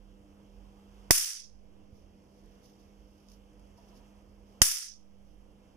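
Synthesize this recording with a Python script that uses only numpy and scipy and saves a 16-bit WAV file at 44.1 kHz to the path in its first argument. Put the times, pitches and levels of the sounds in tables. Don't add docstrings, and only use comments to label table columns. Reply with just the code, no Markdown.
import sys
import numpy as np
from scipy import signal
from scipy.io import wavfile

SR = 44100
rng = np.random.default_rng(int(sys.argv[2]) if len(sys.argv) > 2 else 0)


def master_out(mix):
    frames = np.transpose(np.atleast_2d(mix))
    ceiling = np.clip(frames, -1, 1)
    pcm = np.round(ceiling * 32767).astype(np.int16)
    wavfile.write(sys.argv[1], SR, pcm)


def volts_from_db(level):
    exponent = np.asarray(level, float) / 20
    return 10 ** exponent


N = 254080

# centre_hz, density_db_per_hz, left_right_likeness
AIR_SPECTRUM = [(25, -84, 0.48), (58.4, -84.5, 0.98), (128, -89, 0.64), (276, -91, 0.9), (567, -93, 0.29),
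                (758.1, -96, 0.046), (1100, -101, -0.02), (1660, -110, -.2), (2280, -110, 0.56),
                (3300, -106, 1), (3940, -116, -2.02), (5900, -119, 1), (9000, -124, 1),
                (14000, -131, -2.04)]
# time_s, level_db
NOISE_STIR = [(0, -2), (.5, -0.5), (1.0, 2.5), (1.55, 0), (1.8, -3), (2.1, -3.5), (2.5, -1), (2.9, -1.5),
              (3.3, -0.1), (3.7, -0.6), (4.0, 2), (4.4, -1.5), (4.9, 4), (5.3, -0.5), (5.5, -2), (5.76, -1)]
# centre_hz, width_hz, level_db
CAPSULE_PEAK = [(14900, 900, 9)]
# centre_hz, width_hz, level_db
ROOM_MODES = [(74.1, 18, -66), (101.36, 9.6, -79.5), (305.4, 14, -71.5), (491.5, 25, -72.5)]
# top_s, level_db, half_length_s
RUMBLE_SWELLS = [(0.02, -58.5, 0.18), (0.605, -57, 0.12), (0.993, -60, .1), (1.559, -60.5, .14),
                 (2.063, -64, 0.047), (2.46, -64, 0.1), (3.04, -63.5, 0.13), (3.352, -60.5, 0.093),
                 (3.597, -64, 0.085), (3.93, -64, 0.16), (4.412, -62.5, 0.15), (4.9, -60, .08),
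                 (5.35, -58, 0.15)]
# top_s, level_db, rise_s, fall_s
SLEEVE_RUSTLES = [(1.97, -69.5, 0.048, .06), (2.46, -70.5, 0.27, 0.22), (2.645, -62, 0.014, 0.076),
                  (2.82, -71, 0.042, .06), (3.2, -71, 0.27, .05), (3.33, -60.5, 0.052, .04),
                  (3.775, -64, .004, .04), (3.88, -67, 0.031, .03), (3.975, -62.5, 0.035, 0.023),
                  (4.5, -71, 0.073, .06), (5.3, -75, .1, 0.097)]
# start_s, peak_db, top_hz
HANDLE_TICKS = [
    (2.459, -62, 11910),
    (3.2858, -48, 7500),
    (3.3007, -55, 15000),
    (3.317, -49, 7500),
    (3.5327, -63.5, 9000),
    (3.596, -57, 9000),
    (3.671, -64, 9000),
]
# start_s, level_db, pitch_hz, fade_s
BENCH_KNOCKS = [
    (1.927, -36.5, 70.5, 0.0068),
    (2.04, -46, 55.4, 0.011),
    (3.785, -53, 676, 0.011),
    (3.78, -58, 955, 0.013),
    (3.928, -61.5, 962, 0.017),
    (4.0, -65, 958, 0.033),
]
# start_s, crack_db, room_db, tail_pace (1 = normal)
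SPARKS = [
    (1.108, 1.5, 5, 0.95),
    (4.618, 5, 4.5, 1.025),
]
# centre_hz, density_db_per_hz, extra_decay_db_per_s
TAIL_SPECTRUM = [(150, -89, 150.5), (400, -86, 100.5), (700, -86.5, 36), (1040, -81.5, 32),
                 (1600, -73.5, 20.5), (2460, -73.5, 19), (3496, -73.5, 6.5), (4860, -71, -0.5),
                 (6030, -69, -2), (7926, -67.5, 27.5), (10400, -62.5, 39.5), (12500, -73, 52.5),
                 (13800, -67, 40), (15000, -71.5, 70)]
# pitch_hz, left_db, right_db, fade_s
SPARK_RINGS = [
    [(720, -15, -14.5, 0.0016), (1116, -21.5, -17.5, 0.0029), (2010, -20.5, -2, 0.00099),
     (9760, -9, -31, .003)],
    [(1007, -33.5, -28.5, .003), (2000, -7.5, -26, 0.0011), (3134, -12, -15, 0.0016),
     (6230, -24.5, 4, 0.00081)],
]
# left_swing_db, right_sag_db, left_sag_share, recovery_db, lead_in_db
OVERLOAD = [
    (-6.5, -4, 0.14, -33, -14.5),
    (-11.5, -4, -0.14, -33.5, -23.5),
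]
# centre_hz, width_hz, level_db
LEFT_PORT = [(10000, 2400, 4.5), (9660, 4700, 5), (3820, 2700, -4.5)]
RIGHT_PORT = [(5500, 4600, 13), (4125, 850, -12.5), (8600, 2400, -22)]

HUM_HZ, HUM_DB, HUM_FOLLOWS_STIR = 200.1, -61.5, 0.52
RUMBLE_HZ, RUMBLE_BED_DB = 46.3, -78
DUCK_BASS_DB, DUCK_TREBLE_DB, DUCK_LEFT_OVER_DB = -17.5, -20, -1.5
DUCK_FALL_S, DUCK_HOLD_S, DUCK_RELEASE_S = 0.015, 0.23, 0.13
DUCK_HISS_DB, DUCK_HISS_RELEASE_S = -7, 0.31
FIRST_ECHO_DB, FIRST_ECHO_S, DECAY_DB_PER_S = 10, 0.008, 66.5
GATE_S, GATE_DB_PER_S, GATE_KNEE_S, GATE_DEPTH_DB, GATE_FOLLOWS = 0.32, 260, 0.03, 29, 0.0016
LEFT_BASS_CUT_HZ, LEFT_LAG_SAMPLES, RIGHT_DB, SELF_NOISE_DB = 61, 2, 2, -80.5


def at_hz(spectrum, hz, column=1):
    table = np.array(spectrum)
    return np.interp(np.log(hz), np.log(table[:, 0]), table[:, column])


def stir_db():
    times_s, levels_db = np.transpose(NOISE_STIR)
    return np.interp(np.arange(N) / SR, times_s, levels_db)


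def add_at(out, start_s, sound):
    out[:, round(start_s * SR):][:, :sound.shape[-1]] += sound


def drift(rate_hz, size):
    r = np.exp(-80 * np.pi * rate_hz / SR)
    white = rng.standard_normal(size // 40 + 2002)
    slow = signal.lfilter([1], [1, -2 * r, r * r], white)[2000:]
    return np.interp(np.arange(size) / 40, np.arange(len(slow)), slow / slow.std())


def band_pass(x, low_hz, high_hz, order=2):
    return signal.sosfilt(signal.butter(order, [low_hz, high_hz], "band", fs=SR, output="sos"), x)


def bands(size, low_hz):
    edges = low_hz * 2 ** (np.arange(40) / 3)
    edges = edges[edges < 0.45 * SR]
    white = rng.standard_normal((2, 2, size)) * np.sqrt(SR / 2)
    for k, (low, high) in enumerate(zip(edges, edges[1:])):
        yield np.sqrt(low * high), band_pass(white[k % 2], low, high, order=3)


def narrow_noise(hz, width_hz):
    x = band_pass(rng.standard_normal(N + SR), hz - width_hz / 2, hz + width_hz / 2)[SR:]
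    return x / x.std()


def peaks(x, table):
    for hz, width_hz, db in table:
        w, a = 2 * np.pi * hz / SR, volts_from_db(db / 2)
        q = np.sin(w) * width_hz / hz / 2
        rise = [1 + q * a, -2 * np.cos(w), 1 - q * a]
        fall = [1 + q / a, -2 * np.cos(w), 1 - q / a]
        x = signal.lfilter(rise, fall, x)
    return x


def humps(rows):
    t = np.arange(N) / SR
    total = 0
    for top_s, db, rise_s, fall_s in rows:
        distance = np.where(t < top_s, (top_s - t) / rise_s, (t - top_s) / fall_s)
        total = total + volts_from_db(db) * np.exp(-distance ** 1.5)
    return total


def ducking():
    depth, hiss_depth, left_over_db = 0, 0, 0
    for start_s, _, _, pace in SPARKS:
        after = np.maximum(np.arange(N) / SR - start_s, 0) * pace
        held = np.maximum(after - DUCK_HOLD_S, 0)
        depth = depth + (1 - np.exp(-after / DUCK_FALL_S)) * np.exp(-held / DUCK_RELEASE_S)
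        hiss_depth = hiss_depth + (after > 0) * np.exp(-(held / DUCK_HISS_RELEASE_S) ** 2)
        left_over_db = left_over_db + DUCK_LEFT_OVER_DB * (after > 0)
    bass_db = left_over_db + DUCK_BASS_DB * depth
    treble_db = left_over_db + DUCK_TREBLE_DB * depth
    return bass_db, treble_db, DUCK_HISS_DB * hiss_depth


def capsule_hiss(hiss_db, treble_db):
    level_db = SELF_NOISE_DB + hiss_db + 0.4 * treble_db + stir_db()
    hiss = np.diff(rng.standard_normal((2, N + 1))) * volts_from_db(level_db)
    return signal.sosfilt(signal.butter(2, 12000, fs=SR, output="sos"), peaks(hiss, CAPSULE_PEAK))


def air(bass_db, treble_db):
    out, together, stir = 0, drift(1.5, N), stir_db()
    for hz, (mid, side) in bands(N, low_hz=20.47):
        alike = np.clip(at_hz(AIR_SPECTRUM, hz, column=2), -1, 1)
        treble_share = np.clip(np.log2(hz / 500) / 0.68, 0, 1)
        duck_db = bass_db + treble_share * (treble_db - bass_db)
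        waver_db = 1.1 * together + 0.96 * drift(6, N)
        gain = volts_from_db(at_hz(AIR_SPECTRUM, hz) + duck_db + treble_share * stir + waver_db)
        stereo = np.sqrt(1 + alike) * mid + np.sqrt(1 - alike) * side * [[1], [-1]]
        out = out + gain * stereo / np.sqrt(2)
    return out


def transformer_hum():
    phase = 2 * np.pi * np.cumsum(HUM_HZ + 0.83 * drift(1.2, N)) / SR
    level_db = HUM_DB + HUM_FOLLOWS_STIR * stir_db() + 1.1 * drift(8.3, N)
    return np.sqrt(2) * volts_from_db(level_db) * np.sin(phase)


def room_rumble():
    phase = 2 * np.pi * np.cumsum(RUMBLE_HZ + 3 * drift(4, N)) / SR
    swells = humps([(top_s, db, half_s, half_s) for top_s, db, half_s in RUMBLE_SWELLS])
    rumble = (swells + volts_from_db(RUMBLE_BED_DB)) * volts_from_db(9 + 2.0 * drift(6, N)) * np.sin(phase)
    modes = sum(volts_from_db(db) * narrow_noise(hz, width_hz) for hz, width_hz, db in ROOM_MODES)
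    return rumble + modes


def sleeve_rustle():
    grains = rng.standard_normal((2, N)) * volts_from_db(2.0 * drift(60, N) - 2) * humps(SLEEVE_RUSTLES)
    return band_pass(grains, 3500, 7000) + volts_from_db(-7) * band_pass(grains, 7000, 14000)


def handle_ticks():
    out, t = np.zeros((2, N)), np.arange(SR // 12) / SR
    fade = np.exp(-t / 0.0005) + 0.5 * np.exp(-t / 0.0045)
    for start_s, db, top_hz in HANDLE_TICKS:
        puff = volts_from_db(db - 5.0) * fade * rng.standard_normal((2, len(t)))
        add_at(out, start_s, band_pass(puff, 2800, top_hz))
    return out


def bench_knocks():
    out, t = np.zeros((2, N)), np.arange(SR // 12) / SR
    for start_s, db, hz, fade_s in BENCH_KNOCKS:
        soft_onset = np.tanh(t / 0.0024)
        add_at(out, start_s, volts_from_db(db) * np.sin(2 * np.pi * hz * t) * np.exp(-t / fade_s) * soft_onset)
    return out


def lead_in_pulse():
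    out, t = np.zeros((2, N)), np.arange(SR * 9 // 10) / SR
    pulse = np.sin(np.pi * np.clip(t / 0.00086, 0, 1)) ** 2
    for (start_s, *_), (*_, lead_in_db) in zip(SPARKS, OVERLOAD):
        add_at(out, start_s - 0.0016, pulse * volts_from_db(lead_in_db) * [[0.6], [1]])
    return out


def input_overload():
    out, t = np.zeros((2, N)), np.arange(SR * 9 // 10) / SR
    swing = np.sin(2 * np.pi * 315 * t + 0.9) * np.exp(-t / 0.0019)
    sag = np.exp(-(t / 0.0038) ** 2) * 0.6 - np.exp(-t / 0.0005)
    recovery = 1.3 * np.exp(-t / 0.11) - 0.3 * np.exp(-t / 0.6)
    for (start_s, *_), (left_db, right_db, left_share, recovery_db, _) in zip(SPARKS, OVERLOAD):
        left = left_share * volts_from_db(right_db) * sag - volts_from_db(left_db) * swing
        right = volts_from_db(recovery_db) * recovery - volts_from_db(right_db) * sag
        add_at(out, start_s, np.array([left, right]))
    return out


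def struck_parts():
    out, t = np.zeros((2, N)), np.arange(SR * 9 // 10) / SR
    for (start_s, *_), rings in zip(SPARKS, SPARK_RINGS):
        for hz, left_db, right_db, fade_s in rings:
            ring = np.sin(2 * np.pi * hz * t) * np.exp(-t / fade_s)
            add_at(out, start_s, np.outer(volts_from_db([left_db, right_db]), ring))
    return out


def tail_db(after, extra_db_per_s):
    late = after - GATE_S + GATE_FOLLOWS * extra_db_per_s
    shut_db = GATE_DB_PER_S * GATE_KNEE_S * np.log1p(np.exp(late / GATE_KNEE_S))
    gate_db = GATE_DEPTH_DB * np.tanh(shut_db / GATE_DEPTH_DB)
    early_db = FIRST_ECHO_DB * np.exp(-(after / FIRST_ECHO_S) ** 2)
    return early_db - 3.0 - (DECAY_DB_PER_S + extra_db_per_s) * after - gate_db


def room_tail(t, pace):
    tail = 0
    for hz, noise in bands(len(t), low_hz=127.12):
        decay_db = tail_db(t * pace, at_hz(TAIL_SPECTRUM, hz, column=2))
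        tail = tail + volts_from_db(at_hz(TAIL_SPECTRUM, hz) + decay_db) * noise
    return tail * volts_from_db(2.0 * np.array([drift(150, len(t)), drift(160, len(t))]))


def sparks():
    out, t = np.zeros((2, N)), np.arange(SR * 6 // 10) / SR
    for start_s, crack_db, room_db, pace in SPARKS:
        shock = np.where(t < 0.00012, 1 - t / 0.00006, 0) * [[-1], [1]]
        scatter = rng.standard_normal((2, len(t))) * np.exp(-t / 0.0014) * 0.35
        scatter = signal.lfilter(*signal.butter(1, 3500, fs=SR), scatter)
        crack = volts_from_db(crack_db) * (shock + scatter)
        add_at(out, start_s, crack + room_tail(t, pace) * volts_from_db(room_db))
    return out


def scene():
    bass_db, treble_db, hiss_db = ducking()
    steady = air(bass_db, treble_db) + (transformer_hum() + room_rumble()) * volts_from_db(bass_db)
    left, right = steady + sleeve_rustle() + handle_ticks() + bench_knocks()
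    left = signal.filtfilt(*signal.butter(1, LEFT_BASS_CUT_HZ, "high", fs=SR), left)
    left = np.roll(left, LEFT_LAG_SAMPLES)
    crack_left, crack_right = sparks()
    left_port = peaks(left + crack_left, LEFT_PORT)
    right_port = volts_from_db(RIGHT_DB) * peaks(right + crack_right, RIGHT_PORT)
    ports = np.tanh(np.array([left_port, right_port]) / 0.82) * 0.83
    bypassing_ports = lead_in_pulse() + input_overload() + struck_parts()
    return ports + capsule_hiss(hiss_db, treble_db) + bypassing_ports


def band_limit(x):
    return signal.sosfilt(signal.butter(12, 16550, fs=SR, output="sos"), x)


def record(dry):
    limited = np.clip(dry, -1.05, 1.05)
    top_cut = signal.ellip(8, 0.5, 50, 15450, fs=SR, output="sos")
    mix = signal.sosfilt(top_cut, limited)
    return band_limit(mix)


dry = scene()
out = record(dry)
master_out(out)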